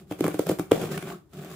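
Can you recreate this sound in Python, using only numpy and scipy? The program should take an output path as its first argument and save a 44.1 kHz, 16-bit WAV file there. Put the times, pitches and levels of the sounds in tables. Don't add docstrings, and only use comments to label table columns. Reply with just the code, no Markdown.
import sys
import numpy as np
from scipy import signal
from scipy.fft import rfft, irfft
from scipy.io import wavfile
from scipy.ndimage import uniform_filter1d

SR = 44100
rng = np.random.default_rng(int(sys.argv[2]) if len(sys.argv) > 2 else 0)


def int16_out(signal):
    q = np.round(np.clip(np.atleast_2d(signal).T, -1, 1) * 32767)
    wavfile.write(sys.argv[1], SR, q.astype(np.int16))


N = 68355
T = np.arange(N) / SR

# (frequency [Hz], thumped gain [dB], rubbed gain [dB], t60 [s])
BOX_MODES = [(121, -20, -14, 0.093), (162.8, -21.5, 2, 0.11), (184.2, -22.5, -4, 0.15),
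             (306.7, -5.5, -7.5, 0.07), (373.4, -41, 0, 0.09), (474, -31, -20, 0.1),
             (617, -19, -13.5, 0.041), (738, -16.5, -19.5, 0.045)]


def from_db(db):
    return 10 ** (np.asarray(db) / 20)


def unit_rms(x):
    return x / np.sqrt(np.mean(x ** 2) + 1e-20)


def at_hz(points, hz):
    points_hz, values = np.transpose(points)
    return np.interp(np.log(hz), np.log(points_hz), values)


def butter(x, hz, kind, order=2):
    return signal.sosfilt(signal.butter(order, hz, kind, fs=SR, output="sos"), x + 1e-18)


def band(x, hz, ratio):
    return butter(x, [hz / ratio, hz * ratio], "band")


def flutter(rate_hz, spread_db):
    drift = butter(rng.standard_normal(2 * N), rate_hz, "low")[N:]
    return from_db(spread_db * unit_rms(drift))


def noise(spectrum):
    # (frequency [Hz], left-right coherence [1])
    coherence = [(100, .98), (400, 0.56), (800, 0.96), (1500, 0.53), (3000, 0), (6000, 0.042), (15000, 0.3)]
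    # (frequency [Hz], left minus right [dB])
    balance = [(500, 3), (1200, 1.5), (2500, 1), (5000, -0.5), (9000, -7), (14000, -1.5)]
    hz = np.fft.rfftfreq(N, 1 / SR) + 1
    mid, side = rfft(rng.standard_normal((2, N)))
    alike, sign = at_hz(coherence, hz), np.array([[1], [-1]])
    stereo = np.sqrt(1 + alike) * mid + sign * np.sqrt(1 - alike) * side
    skirts = np.minimum(hz / spectrum[0][0], 1) ** 2 * np.minimum(spectrum[-1][0] / hz, 1) ** 2
    gain = skirts * from_db(at_hz(spectrum, hz) + sign * at_hz(balance, hz) / 2)
    return unit_rms(irfft(gain * stereo, N))


def ambience(level_db=-57):
    # (frequency [Hz], relative density [dB])
    spectrum = [(25, -29), (45, -20), (70, 8), (110, 1), (180, 2), (260, -12), (370, 0.5), (480, -22),
                (1000, -20), (3000, -41), (15000, -40.5)]
    return from_db(level_db) * noise(spectrum)


def room(x, t60_s=0.26, build_s=0.0067):
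    envelope = from_db(-60 * T / t60_s) * (1 - np.exp(-(T / build_s) ** 2))
    tail = rng.standard_normal((2, N)) * envelope
    tail /= np.sqrt(np.sum(tail ** 2, axis=1, keepdims=True))
    return signal.fftconvolve(x, tail, axes=1)[:, :N]


def creaks(length_s=0.0057, width_hz=140):
    # (time [s], frequency [Hz], level [dB])
    events = [(0.948, 1827, -38.5), (1.079, 689, -48), (1.103, 1450, -42.5), (1.111, 742, -39),
              (1.12, 1170, -46), (1.146, 1320, -48)]
    white, squeaks = rng.standard_normal(N), 0
    for time_s, hz, db in events:
        envelope = from_db(db) * np.exp(-((T - time_s) / length_s) ** 2)
        squeaks += envelope * unit_rms(band(white, hz, 1 + width_hz / hz / 2))
    return squeaks


def rubbed_mode(force, hz, t60_s, broadening=1.8, evenness=0.42):
    mode = band(force, hz, 1 + broadening * np.log(1000) / (2 * np.pi * t60_s * hz))
    power = np.abs(uniform_filter1d(mode ** 2, size=600))
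    return unit_rms(mode / (power + 0.079 * power.mean()) ** (evenness / 2))


def struck_mode(kicks, hz, t60_s):
    r, w = from_db(-60 / (t60_s * SR)), 2 * np.pi * hz / SR
    return signal.lfilter([1, -r * np.cos(w)], [1, -2 * r * np.cos(w), r * r], kicks + 1e-18)


def fibres(breaks_per_s=2500, spread_db=1.5, smooth_share=0.44):
    breaks = rng.random(N) < breaks_per_s / SR
    strength = from_db(spread_db * np.minimum(rng.exponential(1, N), 5))
    power = uniform_filter1d((breaks * strength) ** 2, size=12)
    return np.sqrt(smooth_share + (1 - smooth_share) * np.abs(power) / power.mean())


def slicing(bite_s=0.725, bite_fade_s=0.16, bite_db=-32.5):
    # (time [s], hiss [dB], rasp [dB], box drone [dB])
    jerky = [(0, -59.5, -58, -46.5), (.06, -82, -76, -52), (.09, -64.5, -68, -55), (.115, -49, -41.5, -48),
             (.17, -68, -63, -50), (.225, -52, -50, -33.5), (.26, -45.5, -41.5, -23.5),
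             (.32, -53.5, -45.5, -38.5), (.375, -53, -50.5, -44.5), (.415, -44.5, -44, -31),
             (.45, -54, -57, -59), (.465, -47, -42.5, -33), (.515, -42.5, -38.5, -23),
             (.565, -76, -78, -53), (.61, -50, -55, -33), (.65, -77, -67.5, -51), (.705, -61, -61, -48)]
    steady = [(.735, -44.5, -47.5, -34.5), (.85, -43, -44, -31), (.9, -54, -50, -34),
              (.922, -40.5, -35, -27.5), (.955, -43.5, -40.5, -32.5), (.99, -56, -63, -32),
              (1.012, -52, -49, -60), (1.04, -51.5, -45.5, -32), (1.098, -47.5, -39.5, -35.5),
              (1.16, -59, -63, -39.5), (1.205, -86, -89, -58), (1.29, -74.5, -75, -66),
              (1.35, -56, -53, -44), (1.4, -54, -49, -38), (1.55, -49.5, -46.5, -41.5)]
    # (frequency [Hz], relative density [dB])
    hiss_spectrum = [(2000, -24), (3500, 3), (5000, 0), (6000, -1), (7500, 2.5), (9000, -4.5), (10500, 0),
                     (12000, -6.5), (15000, 2)]
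    rasp_spectrum = [(400, -7.5), (720, 11), (930, -11), (1100, 5), (1450, 3.5), (1900, -4), (2450, -2),
                     (2900, -4), (3500, -5), (4500, -21.5), (8000, -41)]
    bite_spectrum = [(60, -17), (130, 10), (260, 9.5), (400, 7), (520, 13), (660, 7.5), (900, 1),
                     (2000, -43)]
    times_s, *levels_db = np.transpose(list(jerky) + list(steady))
    trims_db = (-1.5, -2, -1)
    hiss, rasp, drone = [from_db(np.interp(T, times_s, db) + trim_db)
                         for db, trim_db in zip(levels_db, trims_db)]
    grain = fibres() * flutter(rate_hz=36.6, spread_db=2)
    grit = unit_rms(flutter(rate_hz=103, spread_db=2))
    tape = grain * (hiss * noise(hiss_spectrum) + rasp * grit * noise(rasp_spectrum))
    force = grain * rng.standard_normal(N)
    body = unit_rms(sum(from_db(db) * rubbed_mode(force, hz, t60_s) for hz, _, db, t60_s in BOX_MODES))
    bite = from_db(bite_db) * (T > bite_s) * np.exp(-((T - bite_s) / bite_fade_s) ** 2)
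    return tape, drone * body + bite * grain * noise(bite_spectrum)


def snags(knock_trim_db=-1, release_hz=740):
    # (time [s], crackle [dB], burst decay [s], paper crack [dB], crack centre [Hz],
    # flap knock before trim [dB], knock pitch [Hz], kick to the box [dB])
    events = [(0.1129, -41.5, 0.0025, -41.5, 2300, -28, 470, -16),
              (0.1236, -45.5, 0.0038, -41, 2370, -30, 464, -25),
              (0.193, -46, 0.0061, -48, 2000, -36.5, 374, -29),
              (.2082, -29.5, .0012, -31, 2420, -13, 324, -14),
              (0.242, -34, 0.0016, -25.5, 1740, -16, 470, -24),
              (0.2451, -30.5, .001, -33.5, 2190, -44, 484, -24),
              (0.2519, -38, 0.0033, -37, 1590, -15.5, 377, -21),
              (.2660, -34, 0.0016, -31, 1430, -27, 400, -28),
              (0.2812, -28.5, .0014, -31.5, 1580, -16, 440, -15),
              (0.301, -53, 0.00057, -44, 1300, -34, 433, -28),
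              (0.3441, -40, 0.0053, -43, 1490, -25, 378, -16.5),
              (0.3939, -27.5, 0.0022, -31, 800, -9, 400, -12.5),
              (0.4685, -29, 0.0012, -50, 1530, -22, 517, -31),
              (.4927, -32.5, 0.0046, -37.5, 3200, -20, 510, -38),
              (0.496, -40, 0.0028, -32, 1210, -13.5, 412, -10.5),
              (0.515, -40.5, 0.0056, -37.5, 1180, -15, 367, -17),
              (0.5882, -38.5, 0.0014, -46, 1520, -28.5, 356, -31),
              (0.596, -32.5, 0.0027, -32, 1700, -25.5, 333, -12.5),
              (0.7137, -36.5, 0.0011, -23.5, 830, -14.5, 420, -36),
              (.718, -24.5, 0.0019, -19, 2500, -1, 407, -6.5),
              (0.817, -39, 0.0045, -39, 2510, -42, 450, -27), (0.8387, -41, .002, -40, 1510, -18, 415, -29),
              (0.856, -40.5, 0.0031, -38.5, 2460, -48, 444, -26.5),
              (0.9636, -47, 0.00056, -41, 2400, -45, 600, -29.5),
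              (0.9785, -33.5, 0.0023, -30, 2190, -34, 660, -29.5),
              (1.027, -40, 0.0023, -37.5, 2530, -38, 655, -29.5),
              (1.0897, -43, .002, -43, 1740, -49, 656, -30.5),
              (1.4476, -34.5, 0.00043, -52, 3000, -42, 607, -30)]
    # (frequency [Hz], relative density [dB])
    crackle_spectrum = [(1500, 10), (2500, -0.5), (3500, 2), (5000, 0.5), (7500, 3), (10500, 2.5),
                        (15000, 2)]
    crack_spectrum = [(400, 1), (1300, 13), (1850, -4), (2250, 8), (2700, -1.5), (3400, 4), (4500, -24.5),
                      (8000, -25)]
    paper = noise(crack_spectrum)
    crackle = cracks = knocks = kicks = 0
    for time_s, crackle_db, decay_s, crack_db, crack_hz, knock_db, knock_hz, kick_db in events:
        burst = np.exp(-np.abs(T - time_s) / decay_s)
        crackle += from_db(crackle_db) * burst
        cracks += from_db(crack_db) * burst * unit_rms(band(paper, crack_hz, ratio=1.57))
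        click = np.maximum(1 - np.abs(T - time_s) * SR, 0)
        knock = band(click, knock_hz, ratio=1.337)
        knocks += from_db(knock_db + knock_trim_db) * knock / np.abs(knock).max()
        kicks += from_db(kick_db) * click
    ringing = sum(from_db(db) * struck_mode(kicks, hz, t60_s) for hz, db, _, t60_s in BOX_MODES)
    thumps = butter(knocks + ringing, release_hz, "low", order=3)
    tape = fibres() * (crackle * noise(crackle_spectrum) + cracks)
    return tape, butter(thumps, 63, "high", order=3)


def scene(right_lag_s=5e-5, dry_below_hz=440):
    snaps, thumps = snags()
    rasp, drone = slicing()
    tape = snaps + rasp + creaks()
    left, right = thumps + drone
    box = np.array([left, np.interp(T - right_lag_s, T, right)])
    room_send = from_db(-5.5) * tape + from_db(-9) * butter(box, dry_below_hz, "high")
    return tape + box + room(room_send) + ambience()


def record(dry):
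    cutoff_hz = 15500
    return signal.sosfilt(signal.ellip(10, 0.2, 80, cutoff_hz, fs=SR, output="sos"), dry)


dry = scene()
out = record(dry)
int16_out(out)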